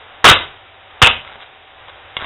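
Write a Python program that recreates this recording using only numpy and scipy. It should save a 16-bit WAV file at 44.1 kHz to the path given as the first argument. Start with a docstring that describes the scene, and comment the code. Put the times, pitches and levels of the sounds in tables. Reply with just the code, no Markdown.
"""Quiet hiss and a faint hum, then two hammer blows slam into a hard drive on a concrete floor.
Each blow makes it bounce and rattle: frame and lid crack and ring, the floor thuds, and a small hard
room answers. Small ticks and gritty scrapes follow, then a sharp clack and some clatter as the drive
is moved. It all sits in a narrow, telephone-like band; the loud blows clip with a harsh crunch."""
import sys
import numpy as np
from scipy import signal
from scipy.fft import rfft, irfft
from scipy.io import wavfile
from scipy.ndimage import uniform_filter1d

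SR = 44100
rng = np.random.default_rng(int(sys.argv[2]) if len(sys.argv) > 2 else 0)


def transcribe(signal):
    """Save signal, clipped to [-1, 1], as a 16-bit WAV file at the path in sys.argv[1]."""
    frames = np.atleast_2d(signal).T
    limited = np.clip(frames, -1, 1)
    pcm = np.round(limited * 32767).astype(np.int16)
    wavfile.write(sys.argv[1], SR, pcm)


N = 99225
T = np.arange(N) / SR
HZ = np.maximum(np.arange(N + 1) * SR / (2 * N), 1)

# EQ of the steady hiss: frequency_hz, gain_db
HISS_EQ = [(20, -14.5), (45, -5.5), (90, 5), (170, -14.5), (260, -7.5), (500, -0.5), (780, 2), (1100, -1),
           (2000, -0.5), (3600, -1), (4200, -11.5)]
# EQ of the duller noise that swells over it: frequency_hz, gain_db
SWELL_EQ = [(30, -5), (90, 2.5), (200, -17.5), (600, 1.5), (1400, 0.5), (2200, -5), (4000, -8)]
# fader ride of that swell: time_s, level_db
SWELL_FADER = [(0, -42.5), (.22, -43.5), (.55, -44.5), (.76, -54.5), (.98, -42.5), (1.2, -42),
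               (1.42, -44.5), (1.56, -52), (1.73, -52), (1.8, -43), (2.25, -43.5)]
# hammer blows and their bounces: start_s, level_db, tilt_db_per_octave, lid_share (0 frame, 1 lid)
BLOW_HITS = [(0.2417, -0.5, -2, 0), (0.2496, 1.5, -0.5, 0.1), (.257, -3, -1, 0.29),
             (.265, -2.5, -3.5, 0.12), (.275, -3, -2, 0.56), (.285, 1, -0.5, 0), (0.2939, 2.5, 4, .05),
             (.311, -4.5, -2, 0.23), (.3285, -12.5, 7, 0), (1.0161, -4.5, -3.5, 0.38),
             (1.0221, 1, -1.5, 0.6), (1.031, -8.5, 0.5, 0.29), (1.042, -5.5, 0.5, 1), (1.059, -10, -4, .9),
             (1.0687, -4.5, 0.5, 0.39)]
# the drive's ring, struck on frame or lid: pitch_hz, frame_db, lid_db, t60_s
DRIVE_MODES = [(632, -15.5, -5, 0.38), (750, -9, -17, 0.26), (912, -12.5, -9.5, 0.18),
               (1100, -26.5, -15, .2), (1229, 3, -13, 0.18), (1399, 3.5, -20, 0.2), (1523, -3, -18.5, 0.27),
               (1684, -8, -7, 0.2194), (1998, 0.5, -3, .2), (2520, -13, 1, .36), (2606, 0.5, -3, 0.23),
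               (2874, -12.5, 4, 0.27), (3068, -14.5, -6.5, 0.2), (3587, 8, -4, 0.086)]
# EQ of the contact crack, also used for the grit: frequency_hz, gain_db
CONTACT_EQ = [(30, -14.5), (90, -28.5), (180, -15), (300, -7), (560, -0.5), (800, 0.5), (1300, 6.5),
              (2200, -0.5), (3000, 0), (3700, 2.5), (4200, -0.5)]
# decay of the small hard room: band_hz, t60_s
ROOM_DECAY = [(80, 0.49), (400, 0.34), (1400, 0.3), (3500, 0.32)]
# the floor taking the weight: start_s, pitch_hz, level_db
FLOOR_THUDS = [(0.283, 100, -8), (0.3041, 91, -6.5), (1.0258, 93.4, -3), (2.185, 91.5, -36.5)]
# light knocks of the drive and loose bits: start_s, level_db, tilt_db_per_octave
TAP_HITS = [(1.249, -18, 3.5), (1.276, -16.5, 4.5), (1.316, -27, -6), (1.357, -14.5, -3.5),
            (1.413, -38, 15.5), (1.429, -26.5, 8.5), (1.461, -27, 2), (1.8834, -14.5, 1), (1.895, -18, 1),
            (2.1677, 4.5, 2), (2.1743, -7.5, 5), (2.189, -13.5, -1.5), (2.2222, -6, -3.5),
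            (2.2442, -3.5, -1.5)]
# damped resonances of the drive lying on the floor: pitch_hz, level_db, t60_s
DAMPED_MODES = [(1047, 0.5, 0.019), (2147, -0.5, 0.025), (2800, -5, .016), (3402, 1.5, 0.012),
                (3850, -13, 0.012)]
# slides of the drive over grit: start_s, length_s, level_db, tilt_db_per_octave
GRIT_SLIDES = [(1.255, .11, -39, -1), (1.40, 0.046, -37, 3.5), (1.884, 0.019, -38, -4),
               (2.18, 0.088, -30, -1)]

BAND_TOP_HZ = 3900
CLATTER_ROOM_DB = -11.5  # reverb send of the taps and scrapes


def undb(db):
    """Decibels to gain."""
    return 10 ** (np.asarray(db) / 20)


def unit(x):
    """Scale to an energy of one."""
    return x / np.sqrt(np.sum(x ** 2))


def unit_rms(x):
    """Scale to an RMS level of one."""
    return unit(x) * np.sqrt(N)


def decay(t60):
    """Envelope that falls 60 dB in t60 seconds."""
    return np.exp(-np.log(1000) * T / t60)


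def curve(points):
    """Join (frequency_hz, value) points along a log frequency axis."""
    hz, value = np.array(points).T
    return np.interp(np.log(HZ), np.log(hz), value)


def colour(x, db):
    """Minimum-phase EQ, so nothing rings ahead of a hit."""
    cepstrum = irfft(db * np.log(10) / 20)
    cepstrum[1:N] *= 2
    cepstrum[N + 1:] = 0
    return irfft(rfft(x, 2 * N) * np.exp(rfft(cepstrum)))[:N]


def tilt(db_per_octave):
    """EQ of a harder or softer contact, pivoting at 1500 Hz."""
    return db_per_octave * np.log2(np.clip(HZ, 300, 4000) / 1500)


def add(out, start, x):
    """Mix x in from start seconds."""
    i = int(start * SR)
    out[i:] += x[:N - i]


def band_limit(x):
    """Steep high cut that leaves a narrow, telephone-like band."""
    rolloff = np.sqrt(1 + np.minimum(HZ / BAND_TOP_HZ, 2) ** 130)
    return irfft(rfft(x, 2 * N) / rolloff)[:N]


def noise():
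    """White noise up to the high cut."""
    return band_limit(rng.standard_normal(N))


def background(hum_hz=770, waver_hz=5):
    """The bed: steady hiss, a faint wavering hum, and a duller noise that swells and fades."""
    waver = unit_rms(uniform_filter1d(rng.standard_normal(N), size=1500))
    hum = np.sqrt(2) * np.sin(2 * np.pi * np.cumsum(hum_hz + waver_hz * waver) / SR)
    fader_db = np.interp(T, *np.array(SWELL_FADER).T)
    swell = unit_rms(colour(noise(), curve(SWELL_EQ)))
    hiss = unit_rms(colour(noise(), curve(HISS_EQ)))
    return undb(-44.5) * hiss + undb(-53.5) * hum + undb(fader_db) * swell


def ring(modes, detune=0.0028):
    """Struck metal: decaying partials, with slightly new tuning and fresh phases on every hit."""
    out = np.zeros(N)
    for hz, db, t60 in modes:
        pitch_hz = hz * (1 + detune * rng.standard_normal())
        phase = np.pi * rng.standard_normal()
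        out += undb(db) * decay(t60) * np.sin(2 * np.pi * pitch_hz * T + phase)
    return unit(out)


def hammer_blows(full_force_s=0.0027, crack_db=30, ring_db=13.5):
    """Each blow or bounce cracks and sets the frame and the lid ringing."""
    out = np.zeros(N)
    attack = np.minimum(T / full_force_s, 1) ** 2
    # the lid's crowded resonances brighten the crack around 2800 Hz
    lid_peak_db = 21.5 / (1 + ((HZ - 2800) / 630) ** 2)
    for start, db, slope, lid_share in BLOW_HITS:
        crack_eq = curve(CONTACT_EQ) + tilt(slope) + lid_share * lid_peak_db
        crack = unit(colour(noise() * decay(t60=0.055), crack_eq))
        metal = ring([(hz, (1 - lid_share) * frame_db + lid_share * lid_db, t60)
                      for hz, frame_db, lid_db, t60 in DRIVE_MODES])
        add(out, start, undb(db) * attack * (undb(crack_db) * crack + undb(ring_db) * metal))
    return in_room(out, send_db=-7.5)


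def in_room(x, send_db, build_s=0.0047):
    """The direct sound plus diffuse reflections that build quickly and die away band by band."""
    spectrum, tail = rfft(noise(), 2 * N), np.zeros(N)
    for hz, t60 in ROOM_DECAY:
        band = curve([(centre, float(centre == hz)) for centre, _ in ROOM_DECAY])
        tail += irfft(spectrum * band)[:N] * decay(t60)
    tail *= 1 - np.exp(-T / build_s)
    tail = unit(tail) * np.sqrt(2 * BAND_TOP_HZ / SR)  # about unity gain below the high cut
    return x + undb(send_db) * signal.fftconvolve(x, tail)[:N]


def floor_thuds(rise_s=0.0078):
    """The low end: a few heavy cycles as the floor takes the weight."""
    out, age = np.zeros(N), T / rise_s
    bump = (age * np.exp(1 - age)) ** 4
    for start, hz, db in FLOOR_THUDS:
        add(out, start, -undb(db) * bump * np.sin(2 * np.pi * hz * T))
    return in_room(out, send_db=-15)


def taps(ring_db=2, snap_db=-2.5):
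    """Ticks and clacks of the drive and loose bits: a choked ring under a snap of noise."""
    out = np.zeros(N)
    for start, db, slope in TAP_HITS:
        body = undb(ring_db) * ring(DAMPED_MODES)
        snap = undb(snap_db) * unit(noise() * decay(t60=0.035))
        add(out, start, undb(db) * colour(body + snap, tilt(slope)))
    return in_room(out, CLATTER_ROOM_DB)


def scrapes(grains_per_s=800, spread_db=3):
    """The drive drags over grit: dense, uneven grains of friction swell and fade with each slide."""
    out = np.zeros(N)
    for start, length, db, slope in GRIT_SLIDES:
        catches = rng.random(N) < grains_per_s / SR
        grains = catches * undb(spread_db * rng.standard_normal(N)) * rng.choice([-1, 1], N)
        grit = unit_rms(band_limit(colour(grains, curve(CONTACT_EQ) + tilt(slope))))
        arch = np.sqrt(np.abs(np.sin(np.pi * np.clip(T / length, 0, 1))))
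        add(out, start, undb(db) * grit * arch)
    return in_room(out, CLATTER_ROOM_DB)


def scene():
    """Hits, clatter and the noise bed, mixed in mono."""
    return (hammer_blows() + floor_thuds() + taps() + scrapes() + background())[None]


def record(dry, ceiling=3.2, knee=7, top_hz=15800):
    """Clipping distortion: saturate, cut the highs, then flatten the peaks into a harsh crunch."""
    saturated = band_limit(ceiling * np.tanh(dry[0] / ceiling))
    flattened = saturated / (1 + np.abs(saturated) ** knee) ** (1 / knee)
    high_cut = signal.ellip(8, 0.2, 70, top_hz, fs=SR, output="sos")
    return signal.sosfilt(high_cut, flattened)[None]


dry = scene()
out = record(dry)
transcribe(out)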